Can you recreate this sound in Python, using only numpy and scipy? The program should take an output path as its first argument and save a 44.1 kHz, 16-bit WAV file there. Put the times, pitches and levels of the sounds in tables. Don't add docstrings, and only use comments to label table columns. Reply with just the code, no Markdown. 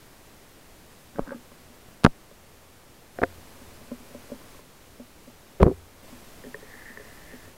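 import sys
import numpy as np
from scipy import signal
from scipy.fft import rfft, irfft
from scipy.io import wavfile
from scipy.ndimage import uniform_filter1d

SR = 44100
rng = np.random.default_rng(int(sys.argv[2]) if len(sys.argv) > 2 else 0)


def digitize_waveform(pressure):
    field = np.atleast_2d(pressure).T
    bounded = np.clip(field, -1, 1)
    quanta = np.round(bounded * 32767).astype(np.int16)
    wavfile.write(sys.argv[1], SR, quanta)


def invert_db(level):
    return 10 ** (np.asarray(level, dtype=float) / 20)


N = 334233
LAG = 44

# (frequency [Hz], level [dB], t60 [s])
TAP_MODES = [
    [(161, 0, 0.033)],
    [(243.8, 0, 0.12)],
    [(430, -0.5, 0.037), (574, -0.74, 0.069)],
    [(1036, 1.5, 0.031), (1410, 5, 0.0067)],
]


def evened(x):
    return x / np.sqrt(np.mean(x ** 2) + 1e-20)


def along(rows):
    s, value = np.transpose(rows)
    return np.interp(np.arange(N) / SR, s, value)


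def gate(start_s, end_s):
    t = np.arange(N) / SR
    return (t > start_s) & (t < end_s)


def add(mix, at, sound):
    part = mix[at:][:len(sound)]
    part += sound[:len(part)]


def ring(modes, rise_turns=0.43):
    t = np.arange(SR // 2) / SR
    x = np.zeros(len(t))
    for k, (hz, db, t60) in enumerate(modes):
        swell = 1 - np.exp(-t * hz / rise_turns)
        x += (-1) ** k * invert_db(db - 60 * t / t60) * np.sin(2 * np.pi * hz * t) * swell
    return x / abs(x).max()


def knocks(rows, modes, trim_db, rise_turns):
    shapes = np.array([ring(part, rise_turns) for part in modes])
    out = np.zeros(N)
    for s, blow_db, barrel_db, mount_db in rows:
        part_db = blow_db + np.add([0, barrel_db, 0, mount_db], trim_db)
        add(out, round(s * SR) + LAG, -invert_db(part_db) @ shapes)
    return out


def nudge():
    # (time [s], blow on the case [dB], reach into the barrel [dB], reach into the mount [dB])
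    nudge_blows = [(1.158, -37.5, 5, 7), (1.184, -28, -6, -4), (1.192, -20.5, -25, -15), (1.2, -39, 7, -7),
                   (1.274, -43.5, 14, 15), (1.2915, -45, 2, 19), (1.3062, -33.5, -9, 10.5),
                   (1.317, -24.5, -9, -12), (1.345, -43.5, 15.5, 6)]
    # (frequency [Hz], level [dB], t60 [s])
    nudge_modes = [
        [(152, 3, 0.025)],
        [(254.6, 0, 0.09)],
        [(407, 2.5, .01), (550, -6, 0.055)],
        [(1010, 8, 0.0065), (1550, 11, 0.019), (2090, -11, 0.0041)],
    ]
    return knocks(nudge_blows, nudge_modes, trim_db=[-28, -5.5, -6.5, -6.5], rise_turns=0.42)


def snap():
    # (time [s], blow on the case [dB], reach into the barrel [dB], reach into the mount [dB])
    snap_blows = [(2.035, -30, -8, -7), (2.0408, -35, -11, 13), (2.0464, -21.5, -17, 15.5),
                  (2.0488, -24, -18, 12.5), (2.0507, -14.5, -16, 7), (2.0624, -9.5, -20, 2.5),
                  (2.0657, -18, -19, -4), (2.071, -23.5, -5, -30)]
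    # (frequency [Hz], level [dB], t60 [s])
    snap_modes = [
        [(54.6, -12, .15), (151, 15, 0.086)],
        [(248, 0, 0.042)],
        [(391, -3.5, 0.016), (670, 7, 0.007)],
        [(1330, 20, 0.006), (2240, -26, .004), (1110, -21, 0.019)],
    ]
    return knocks(snap_blows, snap_modes, trim_db=[-15, -1.0, 2.1, 0.2], rise_turns=0.39)


def clack():
    # (time [s], blow on the case [dB], reach into the barrel [dB], reach into the mount [dB])
    clack_blows = [(3.186, -20, -4, -3.5), (3.216, -13.5, -14, -10), (3.2285, -14.5, -19, -11),
                   (3.2328, -10, -1, -2.5), (3.2352, -20, 8, 15.5)]
    # (frequency [Hz], level [dB], t60 [s])
    clack_modes = [
        [(85.7, 8, 0.93), (148, 0, 0.014)],
        [(273, 0, 0.049)],
        [(375, 0.5, 0.037), (529, -3.5, 0.072), (698, 1.5, 0.037)],
        [(1000, -3, 0.014), (1460, 3, 0.014), (1830, 5, 0.0085), (2520, -10, 0.0033)],
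    ]
    return knocks(clack_blows, clack_modes, trim_db=[-31, -14.0, -1.5, -3.5], rise_turns=0.33)


def tumble():
    # (time [s], blow on the case [dB], reach into the barrel [dB], reach into the mount [dB])
    tumble_blows = [(5.598, -23, -15, -22), (5.6035, -11, -20, -24), (5.611, -16, -11, -15),
                    (5.617, -30, 6, 3), (5.624, -10.5, -21, -29), (5.6286, -7, 2, 2),
                    (5.635, -14.5, -9, -18), (5.645, -18.5, -7, -18), (5.654, -12, -7, -24),
                    (5.665, -16, -16, -9), (5.671, -9, -3, -44), (5.679, -14, -1.5, -11.5),
                    (5.695, -23, 9.5, -13), (5.703, -34, 1, -6), (5.711, -18.5, -23, -36),
                    (5.723, -31, -11, -26)]
    # (frequency [Hz], level [dB], t60 [s])
    tumble_modes = [
        [(87.8, -17, 0.95), (65.6, -11.5, 0.4), (174, 7, 0.039)],
        [(286, 0, 0.043)],
        [(386, 12, 0.057), (517, -3, 0.068), (693, 3, 0.022)],
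        [(993, 18, 0.012), (1450, -12, 0.0061), (1930, -25, 0.0046)],
    ]
    return knocks(tumble_blows, tumble_modes, trim_db=[-12.5, -6.5, -1.7, -0.6], rise_turns=0.45)


def cracks():
    # (time [s], peak [dB], sharpness above the lowest mode [dB per octave])
    crack_rows = [(1.1925, -48, 10), (1.279, -43, 3), (2.035, -28, 0), (2.0412, -13, 3), (2.0461, -10, -7),
                  (2.0485, -8.5, -0.5), (2.0621, -22.5, 0), (3.186, -40, -8), (3.2341, -26, 1.5),
                  (5.603, -33, -9), (5.617, -28, -5), (5.628, -28.5, 12), (5.664, -50, -6)]
    # (frequency [Hz], level [dB], t60 [s])
    crack_modes = [(2560, 9, 0.0023), (3790, 1.5, 0.0031), (4860, 5, 0.0017), (7200, -23, 0.017),
                   (9020, -8.5, 0.0039), (12300, -24.5, 0.0038)]
    lowest_hz = crack_modes[0][0]
    out = np.zeros(N)
    for s, peak_db, sharp_db in crack_rows:
        modes = [(hz, db + sharp_db * np.log2(hz / lowest_hz), t60) for hz, db, t60 in crack_modes]
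        add(out, round(s * SR) + LAG, -invert_db(peak_db) * ring(modes))
    return out


def shoves():
    # (time [s], peak [dB], contact [ms])
    press_rows = [(1.194, -13.5, 1.62), (1.220, -29, 36), (1.885, -41, 6.7), (1.1853, -23, 1.65),
                  (2.0471, 1, 1.35), (2.0513, 0, 1.4), (2.0634, -5, 0.74), (3.2302, -14, 1.5),
                  (2.075, -28.5, 56), (5.620, -14, 5.4), (5.625, -7, 3.7), (5.636, -6.5, 5.5),
                  (5.6659, -4, 1.87)]
    # (time [s], peak [dB], contact [ms])
    release_rows = [(1.186, -19.5, 1.24), (1.1932, -10, 1), (1.1967, -23, 2.1), (1.202, -35, 18),
                    (2.0484, -2, 4.65), (2.064, -11, 4.4), (3.2181, -15.5, 0.96), (3.231, -11, 0.69),
                    (3.235, -13, 1.63), (5.611, -16, 12), (5.6294, 4.5, 1.77), (5.66, -12, 6.4)]
    out = np.zeros(N)
    t_ms = np.arange(SR // 10) / SR / 1e-3
    for way, rows in ((-1.01, press_rows), (0.99, release_rows)):
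        for s, db, ms in rows:
            done = np.minimum(t_ms / ms, 1) ** (1 / (1 + ms / 30))
            add(out, round(s * SR), way * invert_db(db) * abs(np.sin(np.pi * done)) ** 1.74)
    return out


def taps():
    # (time [s], blow on the case [dB], reach into the barrel [dB], reach into the mount [dB])
    tap_blows = [(1.152, -53, 14, -3), (1.28, -49, 15, 5), (1.358, -47, 10.5, -12), (1.516, -47.5, -3, 4),
                 (1.698, -60, 13, 1.5), (2.311, -45.5, -12, -1), (3.611, -48.5, 3, -3), (3.915, -33, 5, -8),
                 (4.001, -54.5, 11, 1.5), (4.146, -36.5, 0, -8), (4.298, -42.5, -13, -14),
                 (4.317, -31.5, 0, -13), (4.344, -52, 13.5, -3), (4.414, -54, -13, 10),
                 (4.545, -57, -9, 14), (4.59, -47, -12, 2), (4.997, -40.5, 4, -16), (5.275, -47, 4.5, -13),
                 (6.028, -61, 12.5, 1), (6.124, -47, 7.5, -12)]
    return knocks(tap_blows, TAP_MODES, trim_db=[-13, 0.4, 3.5, 0.0], rise_turns=0.54)


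def cord_taps():
    # (time [s], blow on the case [dB], reach into the barrel [dB], reach into the mount [dB])
    cord_blows = [(6.437, -40, -4, -0.5), (6.445, -35.5, -18, -11), (6.464, -41, 5.5, -8),
                  (6.543, -33.5, -25, 6.5), (6.625, -40, -25, -11), (6.737, -49, 3, 9),
                  (6.897, -46.5, 3, -4), (6.972, -42.5, -15, 11), (6.996, -39.5, -28, -4),
                  (7.049, -45.5, -26, 0), (7.321, -50, -13, -4), (7.333, -43, 5, -11)]
    # (frequency [Hz], level [dB], t60 [s])
    cord_modes = [
        [(156, 0, 0.047)],
        [(247, 0, 0.13)],
        [(424.5, 5.5, 0.082), (558, 1.5, 0.07)],
        [(1020, -8, 0.022), (1816, 3, 0.017)],
    ]
    return knocks(cord_blows, cord_modes, trim_db=[-17, -1.7, 1.5, 0.3], rise_turns=1.2)


def rubbing(level, modes, per_s, spread_db):
    when = rng.random(N) < per_s / SR
    way = rng.choice([-1, 1], N)
    size_db = spread_db * np.minimum(rng.exponential(1, N), 4)
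    slips = when * way * invert_db(size_db)
    return level * evened(signal.oaconvolve(slips, ring(modes))[:N])


def scrape():
    # (start [s], hardest [s], end [s], level [dB])
    stroke_rows = [
        (1.14, 1.18, 1.35, -44),
        (1.213, 1.272, 1.3, -46),
        (1.29, 1.322, 1.377, -38),
        (5.597, 5.603, 5.74, -32.5),
    ]
    # (frequency [Hz], level [dB], t60 [s])
    scrape_modes = [(548, -1, 0.097), (904, -6.5, 0.048), (1240, 0.5, 0.016), (1635, -4.5, 0.014),
                    (2060, -3.5, 0.0058)]
    ends_db = -38
    strokes = np.zeros(N)
    for start, hardest, end, db in stroke_rows:
        away = along([(start, 1), (hardest, 0), (end, 1)])
        strokes += invert_db(db + ends_db * away ** 1.27) * gate(start, end)
    return rubbing(strokes, scrape_modes, per_s=1500, spread_db=1.5)


def cord_drag():
    # (time [s], level [dB])
    drag_curve = [(6.58, -62), (6.87, -45), (6.96, -54), (7.2, -57.5), (7.31, -54), (7.49, -60.5),
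                  (7.52, -74)]
    # (frequency [Hz], level [dB], t60 [s])
    drag_modes = [(1763, 5, 0.019), (1910, 3.5, 0.018), (2066, -2.5, 0.022)]
    rub = invert_db(along(drag_curve)) * gate(drag_curve[0][0], drag_curve[-1][0])
    return rubbing(rub, drag_modes, per_s=900, spread_db=2.0)


def water():
    # (time [s], level [dB])
    surge_curve = [(0.0, -66), (0.4, -61), (1.9, -59), (2.2, -54), (2.5, -58.5), (3.2, -50.5), (4.03, -44),
                   (4.4, -58), (4.55, -52), (4.8, -60), (5.6, -55), (6.1, -65), (6.5, -55), (7.2, -60),
                   (7.47, -43.5), (7.58, -61)]
    # (frequency [Hz], level [dB], t60 [s])
    sway_modes = [(82.6, 0, 0.8), (64, -13, 0.17)]
    surge_db = along(surge_curve)
    brush = rubbing(invert_db(surge_db - 14.5), [*TAP_MODES[1], *TAP_MODES[2]], per_s=170, spread_db=10.5)
    sway_db = -71 + 0.74 * (surge_db + 60)
    return brush + rubbing(invert_db(sway_db), sway_modes, per_s=60, spread_db=4)


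def hiss():
    # (frequency [Hz], level per Hz [dB])
    hiss_curve = [(8.8, -27), (15, -0.5), (43, -5), (59, -6), (81, -6.5), (218, -9), (299, -9.5),
                  (536, -11.5), (828, -15), (1140, -16), (1280, -17.5), (1920, -19), (3650, -23),
                  (13900, -27.5), (15600, -30)]
    hiss_db, edge_hz = -52, 15800
    hz = np.fft.rfftfreq(N, 1 / SR)
    f, db = np.transpose(hiss_curve)
    colour = invert_db(np.interp(np.log(hz + 1), np.log(f + 1), db)) * (hz < edge_hz)
    drift = evened(uniform_filter1d(rng.standard_normal(N), 9000))
    noise = irfft(rfft(rng.standard_normal(N)) * colour, N)
    return invert_db(hiss_db + 0.21 * drift) * evened(noise)


def scene():
    gear = nudge() + snap() + clack() + tumble() + cracks() + shoves() + scrape()
    light = taps() + cord_taps() + cord_drag()
    return (gear + light + water())[None]


def band_limit(x):
    return signal.sosfilt(signal.butter(12, 16500, fs=SR, output="sos"), x)


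def record(dry):
    # (start [s], end [s], fade-out [s])
    overlap_rows = [
        (3.144, 4.62, .05),
        (6.02, 7.56, .1),
    ]
    fade_in_s = 0.032
    share = np.zeros(N)
    for a, b, fade in overlap_rows:
        share += along([(a, 0), (a + fade_in_s, 1), (b - fade, 1), (b, 0)])
    duck_s, duck_db, onset_s, recovery_s = 1.92, -1.6, 0.1, 1.55
    t = np.arange(N) / SR
    after = np.maximum(t - duck_s, 0)
    gain_db = duck_db * (1 - np.exp(-after / onset_s)) * np.exp(-after / recovery_s)
    hum = invert_db(-81.0) * np.sin(2 * np.pi * 30 * t)
    offset = -0.00105
    floor = hiss() * invert_db(gain_db) * np.sqrt(1 + 1.02 * share) + (hum + offset) * (1 + share)
    return band_limit(np.clip(dry + floor, -1, 1))


dry = scene()
out = record(dry)
digitize_waveform(out)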